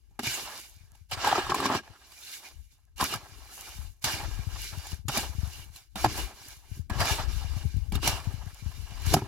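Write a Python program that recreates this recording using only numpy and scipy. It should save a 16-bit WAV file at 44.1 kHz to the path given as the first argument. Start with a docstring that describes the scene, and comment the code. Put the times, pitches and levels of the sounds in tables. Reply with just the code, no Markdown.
"""A steel shovel turns wet mortar in a wheelbarrow outdoors, a step from a phone with two microphone ports.
From the start wind rumbles, mostly at the left port (turbulence noise), over a faint trickle of grit.
From 0.2 s strokes hiss and grind (stick-slip noise through resonances), the edge knocks steel and grit
ticks (damped modes), most densely from 1.2 to 1.8 s; eddies thump the left port (gliding damped tones),
strongest after 4 s. Block walls, ground and the phone's body scatter the treble differently to the ports."""
import sys
import numpy as np
from scipy import signal
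from scipy.fft import rfft, irfft
from scipy.io import wavfile
from scipy.ndimage import uniform_filter1d

SR = 44100
rng = np.random.default_rng(int(sys.argv[2]) if len(sys.argv) > 2 else 0)


def store_pcm(level_fs):
    """Save levels as 16-bit WAV."""
    pcm = np.round(np.clip(level_fs, -1, 1) * 32767).astype(np.int16)
    wavfile.write(sys.argv[1], SR, np.atleast_2d(pcm).T)


N = 408807
TAPS = 4096  # length of impulse responses, knocks and thumps, samples
HZ = np.arange(TAPS // 2 + 1) * SR / TAPS + 1  # 1 Hz offset keeps the logarithm finite


def undb(db):
    """Level definition: amplitude ratio from decibels."""
    return 10 ** (np.asarray(db) / 20)


def unit(x):
    """Normalisation to rms 1."""
    return x / np.sqrt(np.mean(x ** 2))


def peak(x):
    """Normalisation to peak 1."""
    return x / np.max(np.abs(x))


def spectrum_db(points):
    """Spectral envelope: points joined on a log-frequency axis."""
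    hz, db = np.transpose(points)
    return np.interp(np.log(HZ), np.log(hz), db)


def modes_db(modes):
    """Modal superposition: the summed power of band-pass resonances."""
    power = sum(undb(2 * db) / (1 + ((HZ - hz * hz / HZ) / width) ** 2) for hz, width, db in modes)
    return 10 * np.log10(power)


def response(db):
    """Minimum phase: causal impulse response of this gain, from the folded cepstrum; energy 1."""
    cep = irfft(db * np.log(10) / 20)
    cep[1:TAPS // 2] *= 2
    cep[TAPS // 2 + 1:] = 0
    h = irfft(np.exp(rfft(cep)))
    return h / np.sqrt(np.sum(h ** 2))


def through(x, h):
    """Linear filtering: every row convolved with an impulse response."""
    return signal.oaconvolve(np.atleast_2d(x), h[None], axes=1)[:, :N]


def walk(rate):
    """Slow random modulation: values held 1 / rate s and smoothed twice; rms 1."""
    hold = int(SR / rate)
    steps = np.repeat(rng.standard_normal(N // hold + 1), hold)
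    return unit(uniform_filter1d(uniform_filter1d(steps, hold), hold)[:N])


def decay(t, t60, push):
    """Exponential decay by 60 dB in t60 s, after an onset with time constant push s."""
    return (1 - np.exp(-t / push)) * np.exp(-np.log(1000) * t / t60)


def grains(per_s, spread_db, share, flicker_db, flicker_hz):
    """Granular friction: sand rush plus sparse uneven stones; two unrelated rows swell together; rms 1."""
    chance = rng.standard_normal((3, 2, N))
    hits = rng.random((2, N)) < per_s / SR
    stones = hits * np.sign(chance[0]) * undb(spread_db * chance[1])
    share = np.clip(share, 0, 1)  # power share of the stones
    rub = np.sqrt(1 - share) * chance[2] + np.sqrt(share) * unit(stones)
    return unit(rub * undb(flicker_db * walk(flicker_hz)))


# wind at the left port: t/s, level/dB
WIND = [(0, -50.5), (.5, -56.5), (1.2, -49), (1.75, -46.5), (2.0, -59.5), (2.45, -71), (2.6, -45.5),
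        (2.921, -53.5), (3.1, -48), (3.62, -51.5), (3.799, -42.5), (3.95, -46.5), (4.3, -31.5), (4.8, -42),
        (5.42, -34.5), (5.62, -40.5), (5.8, -59.5), (6.05, -30), (6.551, -53), (6.8, -31), (7.799, -29.5),
        (8.6, -38), (9.27, -34)]
# spectral density of the turbulence: f/Hz, relative level/dB per Hz
GUST = [(15, -20.5), (30, -10.5), (50, 0.5), (70, -1), (110, -14), (170, -31), (280, -34.5), (500, -50),
        (900, -66.5)]
# the right port is sheltered by SHELTER_DB at BREEZE_DB of wind, more so in strong gusts (dB per dB)
SHELTER_DB, SHELTER_PER_DB, BREEZE_DB = -18, -0.76, -44
EDDY_DB, EDDY_HZ = 4.5, 12  # rms depth and rate of the buffeting


def wind_rumble():
    """Turbulent pressure fluctuation: independent band-shaped noise at each port, randomly buffeted."""
    db = np.interp(np.arange(N) / SR, *np.transpose(WIND))
    left = undb(db)
    right = left * undb(SHELTER_DB + SHELTER_PER_DB * (db - BREEZE_DB))
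    gusts = [g * unit(rng.standard_normal(N) * undb(EDDY_DB * walk(EDDY_HZ))) for g in (left, right)]
    return through(gusts, response(spectrum_db(GUST)))


# drive levels, one table per stretch of scraping: t/s, grit hiss level/dB, blade grinding over hiss/dB
STRETCHES = [
    [(0.192, -41, 9.5), (0.218, -53.5, -4), (0.242, -35.5, -3), (0.332, -34.5, -7.5), (0.504, -48, -0.5),
     (0.596, -46, -7), (0.762, -65, -10), (0.932, -76, 5), (0.952, -66.5, -1), (1.084, -83, -9),
     (1.1, -56.5, -5)],
    [(1.116, -36.5, 4.5), (1.136, -33, -5.5), (1.162, -51.5, 4), (1.19, -44, 0.5), (1.262, -32.5, 9.5),
     (1.322, -37, 7.5), (1.33, -41, 16), (1.35, -39.5, 6.5), (1.356, -34, 6), (1.422, -44.5, 9),
     (1.49, -46, 6)],
    [(1.497, -35, 2.5), (1.539, -48.5, 14.5), (1.545, -36.5, 5), (1.639, -38.5, 7.5), (1.663, -28.5, -3.5),
     (1.671, -35, 3.5), (1.717, -55, 20), (1.727, -41.5, 8), (1.751, -36, 6.5), (1.779, -40, 5),
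     (1.83, -68, 2)],
    [(1.83, -64.5, 5.5), (1.92, -65.5, 6.5), (2.188, -55.5, -10), (2.34, -43, -14.5), (2.416, -55.5, -8),
     (2.46, -51, -5), (2.56, -65.5, -7.5), (2.7, -76, -21.5), (2.722, -64, -10), (2.784, -78, -4),
     (2.95, -86, 0)],
    [(2.96, -63, -7), (3.01, -33.5, -1.5), (3.11, -40, -1), (3.136, -35.5, 5), (3.196, -59, 3.5),
     (3.484, -58.5, -1.5), (3.54, -49, -7), (3.686, -49.5, -6), (3.874, -59, -9.5), (4.008, -84, -4.5),
     (4.025, -51.5, -17)],
    [(4.042, -23, -14), (4.072, -34, -0.5), (4.11, -33.5, -3.5), (4.23, -47, 0), (4.486, -56, -1),
     (4.616, -43, -10), (4.682, -44.5, -12), (4.726, -50, -4.5), (4.93, -48, -6), (5.052, -80.5, -2),
     (5.068, -70, -14)],
    [(5.083, -34, -16), (5.097, -38, 4), (5.111, -42.5, -6.5), (5.179, -31, 0.5), (5.195, -34.5, -2.5),
     (5.319, -55, -2.5), (5.585, -50, -6), (5.707, -67, -6), (5.771, -52.5, -12.5), (5.893, -77.5, -2),
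     (5.94, -77, -10)],
    [(5.956, -44.5, 1), (6.038, -39.5, -5), (6.046, -33, 12), (6.076, -45.5, 4.5), (6.126, -42.5, -0.5),
     (6.196, -37, -3.5), (6.334, -58.5, 2.5), (6.508, -49.5, -10.5), (6.63, -66.5, -3.5),
     (6.77, -55.5, -10), (6.885, -83.5, -5)],
    [(6.9, -42, 4), (6.916, -55, 15.5), (6.978, -47, 2.5), (7.014, -31.5, 3), (7.03, -37.5, 1),
     (7.118, -30, -5.5), (7.268, -52.5, 9), (7.33, -45.5, -4), (7.48, -53, -2), (7.576, -50, -3.5),
     (7.905, -66, -8)],
    [(7.92, -51, 12), (7.958, -40, -7), (7.98, -57, 13), (8.014, -55, -5), (8.03, -35, 0), (8.084, -29, -4),
     (8.088, -31, -6), (8.212, -52, 4), (8.488, -58, -3), (8.964, -54, -2.5), (9.06, -46, -2)],
    [(9.06, -42.5, -5.5), (9.132, -35.5, 0), (9.142, -21.5, -3), (9.158, -40.5, -5), (9.172, -40.5, 8),
     (9.208, -54, -2), (9.218, -53.5, 9.5), (9.27, -59.5, 7)],
]
# fizz and boom balance of each stretch of scraping: fine sand fizz over hiss/dB, tub boom over hiss/dB,
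# both before the corrections for grinding and loudness
BALANCES = [(-4.5, -11), (-11.5, -14.5), (-13.5, -7.5), (-4.5, -8), (-3, -9), (-5, -8.5), (-4, -7.5),
            (-4, -6.5), (-6, -9.5), (-5.5, -9.5), (-3, -1)]
FIZZ_PER_GRIND, FIZZ_PER_HISS, SOFT_HISS_DB = -0.24, -0.12, -52  # hard, loud scraping sounds duller (dB per dB)
BOOM_PER_GRIND = 1.12  # the tub booms as the blade grinds on it (dB per dB)
REST_DB = -81.5  # faint trickle of grit before the first stretch


def scrape_levels():
    """Common excitation: most stretches start abruptly, some carry on; boom and fizz follow hiss and grinding."""
    t = np.arange(N) / SR
    out = np.full((4, N), REST_DB, float)
    for rows, (sand_db, tub_db) in zip(STRETCHES, BALANCES):
        s, hiss_db, grind_db = np.transpose(rows)
        boom_db = tub_db + BOOM_PER_GRIND * grind_db
        fizz_db = sand_db + FIZZ_PER_GRIND * grind_db + FIZZ_PER_HISS * (hiss_db - SOFT_HISS_DB)
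        i = int(s[0] * SR)
        out[:, i:] = [np.interp(t[i:], s, hiss_db + db) for db in (0, grind_db, boom_db, fizz_db)]
    return undb(out)


# spectral density of the grit: f/Hz, relative level/dB per Hz
GRIT = [(900, -43.5), (1500, 5), (1940, -9.5), (2880, 3.5), (4160, 4), (7400, 6), (8300, -21), (11000, -43)]


def grit_hiss(grit):
    """Broadband friction: grit along the blade radiates shaped noise."""
    return undb(-2.0) * through(grit, response(spectrum_db(GRIT)))


# upper blade resonances rung by single stones: f/Hz, nominal bandwidth/Hz (sharpened below),
# level/dB over the grit drive
SHEEN = [(2380, 260, -10.5), (2870, 260, -11), (3634, 110, -18.5), (4080, 260, -18), (4705, 250, -16.5),
         (5420, 290, -19.5), (6620, 1000, -9.5)]
SPARK_DB = 3.6  # rms unevenness of single stones
RASP_DB, RASP_PER_OCTAVE_DB = -8, -15.0  # grinding slips reaching the lowest of them, and change per octave


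def blade_sheen(grit, slips):
    """Forced resonance: stones and coarser slips spark the upper blade modes by turns."""
    out = np.zeros((2, N))
    for hz, width, db in SHEEN:
        rasp = undb(RASP_DB + RASP_PER_OCTAVE_DB * np.log2(hz / SHEEN[0][0])) * slips
        drive = (grit + rasp) * undb(db + SPARK_DB * walk(45))
        out += through(drive, response(1.286 * modes_db([(hz, width, 0)])))
    return out


# spectral density of the fine sand: f/Hz, relative level/dB per Hz
FIZZ = [(4000, -21.5), (6500, -2), (8600, -10.5), (10500, -2.5), (12000, -4), (14000, -10), (16000, -14.5)]


def sand_fizz(level):
    """Granular noise: many small grains, shaped to the high treble."""
    return through(level * grains(7100, 12.7, 0.32, 1.0, 50), response(spectrum_db(FIZZ)))


# broad resonances of the mortar-damped blade: f/Hz, nominal bandwidth/Hz (sharpened below), relative level/dB
BLADE = [(836, 370, 0), (1048, 220, -10), (1260, 380, -8), (1608, 100, -8.5)]
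BLADE_SHARE_DB = -3.5  # the four modes together carry the grinding level
WANDER_DB = 3.5  # rms unevenness as the contact point moves


def blade_grind(slips):
    """Stick-slip excitation: the contact point wanders, so the blade's modes take turns."""
    out = np.zeros((2, N))
    for hz, width, db in BLADE:
        drive = slips * undb(db + BLADE_SHARE_DB + WANDER_DB * walk(30))
        out += through(drive, response(1.354 * modes_db([(hz, width, 0)])))
    return out


# broad resonances of the tub: f/Hz, nominal bandwidth/Hz, relative level/dB
# (the boom scales their summed dB curve, the knocks use the levels as they stand)
TUB = [(116, 82, 0.41), (211, 15, -1.7), (294.3, 200, 0.83), (390.3, 120, -0.066)]


def tub_boom(level):
    """Structure-borne sound: coarse slips drive the low resonances of the tub."""
    return through(level * grains(320, 4.9, 0.38, 2.3, 40), response(2.83 * modes_db(TUB)))


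def scraping():
    """Source and resonator: grit and slips, under one set of scraping levels, excite blade and tub."""
    hiss, grind, boom, fizz = uniform_filter1d(scrape_levels(), int(0.0038 * SR))
    grit = hiss * grains(4000, 6.3, 0.26, 1.1, 50)
    slips = grind * grains(500, 3.8, 0.23, 3.2, 70)
    return grit_hiss(grit) + blade_sheen(grit, slips) + sand_fizz(fizz) + blade_grind(slips) + tub_boom(boom)


# single eddies that thump the left port: t/s, peak level/dB
THUMPS = [(.775, -42.5), (1.135, -31), (1.18, -31.5), (3.03, -24.5), (3.16, -30.5), (3.795, -27),
          (4.296, -31), (4.399, -21.5), (4.477, -20.5), (4.783, -26), (4.937, -21), (5.061, -26),
          (5.392, -17.5), (5.44, -16.5), (6.723, -26.5), (6.802, -21.5), (6.918, -23), (6.976, -23.5),
          (7.03, -18.5), (7.117, -19.5), (7.371, -21.5), (7.574, -19.5), (7.661, -14.5), (7.774, -14.5),
          (7.967, -21.5), (8.092, -21.5), (8.279, -17), (8.347, -22), (8.669, -19.5), (9.077, -17),
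          (9.117, -18)]
THUMP_HZ, THUMP_SPREAD = 74.7, 0.1  # median pitch after the glide, and its log spread
THUMP_T60_S, THUMP_RISE_S, THUMP_GLIDE_S = 0.089, 0.00412, 0.0047
THUMP_RIGHT_DB = -27.5  # the sheltered port feels a little of each thump
SMALL_EDDIES_PER_S, SMALL_EDDY_DB, SMALL_SPREAD_DB = 10, 5, 3  # lesser thumps, peak over the wind's level


def eddy_thumps():
    """Transient pressure step: each eddy is a damped tone falling from twice its final pitch."""
    t, end = np.arange(TAPS) / SR, (N - 1) / SR
    out = np.zeros((2, N))
    when = rng.uniform(.02, end, round(SMALL_EDDIES_PER_S * end))
    wind_db = np.interp(when, *np.transpose(WIND))
    small_db = wind_db + SMALL_EDDY_DB + SMALL_SPREAD_DB * rng.standard_normal(len(when))
    eddies = [*THUMPS, *zip(when, small_db)]
    for (s, db), (way, size) in zip(eddies, rng.standard_normal((len(eddies), 2))):
        hz = THUMP_HZ * np.exp(THUMP_SPREAD * size)
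        # the pressure step starts quick and slows as the eddy passes
        turns = hz * (t + THUMP_GLIDE_S * (1 - np.exp(-t / THUMP_GLIDE_S)))
        thump = np.sign(way) * peak(np.sin(2 * np.pi * turns) * decay(t, THUMP_T60_S, THUMP_RISE_S))
        i = int((s - 2 * THUMP_RISE_S) * SR)
        out[:, i:i + TAPS] += undb([[db], [db + THUMP_RIGHT_DB]]) * thump[:N - i]
    return out


NEIGHBOUR_DB, APART_DB = -4.5, -6  # modes near the struck one: level, and change per octave of distance


def struck(t, hz, modes, phases):
    """Modal excitation: the struck pitch sounds with its neighbours, weaker the farther away."""
    tone = np.sin(2 * np.pi * hz * t)
    for (f, _, db), phase in zip(modes, phases):
        gain = undb(db + NEIGHBOUR_DB + APART_DB * abs(np.log2(f / hz)))
        tone = tone + gain * np.sin(2 * np.pi * f * t + phase)
    return tone


# knocks of the edge on steel, and small ticks of grit: t/s, ring peak level/dB, ring f/Hz,
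# thud peak over ring/dB, thud f/Hz, crack peak over ring/dB, crack f/Hz
KNOCKS = [(0.111, -65, 818, 4, 170, -2, 6720), (0.192, -34, 780, 4.5, 245, 4, 2190),
          (0.233, -36.5, 740, 1.5, 231, 8, 2860), (0.27, -34, 900, 5, 121, 9, 2920),
          (0.951, -56.5, 860, -4, 130, 4, 2800), (1.113, -35.5, 845, -13, 390, 7.5, 3020),
          (1.246, -18.5, 980, -19, 314, -8, 2960), (1.275, -15.5, 807, -30, 224, -8, 2800),
          (1.328, -10, 765, -42, 253, -22, 2830), (1.357, -20.5, 1260, -10, 426, -18, 2450),
          (1.38, -19, 750, -3, 366, -23, 2900), (1.467, -26.5, 1120, -13, 116, -16, 2360),
          (1.495, -23, 1040, -6, 367, -10, 3080), (1.521, -14.5, 1103, -18, 132, -22, 2190),
          (1.545, -17, 1030, -17, 387, -5.5, 2360), (1.602, -19, 1160, -13, 261, -8, 2820),
          (1.656, -15.5, 1020, -10, 259, -11, 2980), (1.701, -18.5, 1070, -4, 262, -19, 2890),
          (1.75, -21.5, 1030, -5, 260, -7, 2350), (2.12, -54, 1150, -23, 382, 11, 4730),
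          (2.729, -71, 929, 9.5, 110, 6, 5900), (3.001, -26, 1037, -22.5, 212, -14, 5460),
          (3.01, -17.5, 1066, -15, 217, -3, 4730), (3.026, -17.5, 1015, -9.5, 279, -15, 2430),
          (3.139, -24, 1240, -14, 153, -1, 5070), (4.042, -32, 1250, -1, 136, 11.5, 6490),
          (4.869, -42, 767, -15, 110, 11, 6950), (4.918, -45, 972, 6.5, 127, 8, 2870),
          (5.083, -31, 1210, 3.5, 134, 9, 6870), (5.172, -28, 670, -2.5, 228, 9.5, 2390),
          (5.76, -52.5, 1110, -7, 127, 16, 4100), (5.957, -37.5, 760, 4, 197, 7, 3710),
          (6.045, -7.5, 784, -12.5, 299, -15.5, 4760), (6.061, -15.5, 740, -10, 115.5, -18, 2830),
          (6.769, -67, 724, 28.5, 120, 11, 2790), (6.898, -35, 710, 2, 216, 1, 2330),
          (7.004, -24.5, 1186, -12, 161, 2.5, 2170), (7.054, -28, 930, -10, 110, 1, 2890),
          (7.647, -56, 786, 25, 111, 0, 4830), (7.922, -35.5, 804, 8, 181, 6.5, 2320),
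          (7.954, -33.5, 1240, 9.5, 135, 9.5, 3750), (8.076, -21.5, 770, -4, 110, 13, 5800),
          (9.141, -11, 730, -2, 139, -4, 5270), (9.166, -20, 750, 5, 138, -13, 2220),
          (9.221, -31.5, 907, 5, 110, -18, 2970)]
RING_T60_S, THUD_T60_S, CRACK_T60_S = 0.023, 0.098, 0.025
PUSH_S, THUD_PUSH_S = .002, 0.0021  # onset time constants; ring and thud start almost equally fast
CRACK_FIZZ_DB = 0.5  # fine sand over grit in the crack's filter


def knocks_and_ticks():
    """Impulsive excitation: a short push rings blade and tub, each loudest near its own pitch, and cracks grit."""
    out, t = np.zeros((2, N + TAPS)), np.arange(TAPS) / SR
    crack_filter = response(spectrum_db(GRIT)) + undb(CRACK_FIZZ_DB) * response(spectrum_db(FIZZ))
    for row, noise in zip(KNOCKS, rng.standard_normal((len(KNOCKS), 2, TAPS))):
        s, db, hz, thud_db, thud_hz, crack_db, crack_hz = row
        ring = struck(t, hz, BLADE, noise[0]) * decay(t, RING_T60_S, PUSH_S)
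        thud = struck(t, thud_hz, TUB, noise[1]) * decay(t, THUD_T60_S, THUD_PUSH_S)
        # noise samples also serve as random phases
        crack_tone = 1.1 * np.sin(2 * np.pi * crack_hz * t + noise[:, -1:])
        crack = unit(signal.lfilter(crack_filter[:128], 1, noise)) + crack_tone
        crack = crack * decay(t, CRACK_T60_S, PUSH_S)
        knock = peak(ring) + undb(thud_db) * peak(thud) + undb(crack_db) * peak(crack)
        i = int((s - PUSH_S / 2) * SR)
        out[:, i:i + TAPS] += undb(db) * knock
    return out[:, :N]


# gain of the side-signal filter: f/Hz, level/dB
SCATTER = [(100, -28.5), (250, -20.5), (500, -15), (1000, -11), (2000, -4), (4000, -1.5), (16000, -2.5)]
RIGHT_LEAN = 0.27  # share of the mid signal taken from the side, so that the treble favours the right port
LEFT_LAG = 1  # samples by which the left port hears the shovel later


def scene():
    """Scattering: bass reaches both ports alike; walls, ground and phone's body part the treble; wind adds."""
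    wind = wind_rumble()
    mid, other = scraping() + knocks_and_ticks()
    side_db = spectrum_db(SCATTER)
    side_gain = np.sqrt(np.mean(undb(2 * side_db)))  # restores the level that response() normalises
    side = through(other - RIGHT_LEAN * mid, response(side_db) * side_gain)[0]
    return np.array([np.roll(mid + side, LEFT_LAG), mid - side]) + wind + eddy_thumps()


def record(dry):
    """Band limitation: the phone cuts the top with a steep elliptic low-pass at 16100 Hz."""
    return signal.sosfilt(signal.ellip(10, .2, 70, 16100, fs=SR, output="sos"), dry)


dry = scene()
out = record(dry)
store_pcm(out)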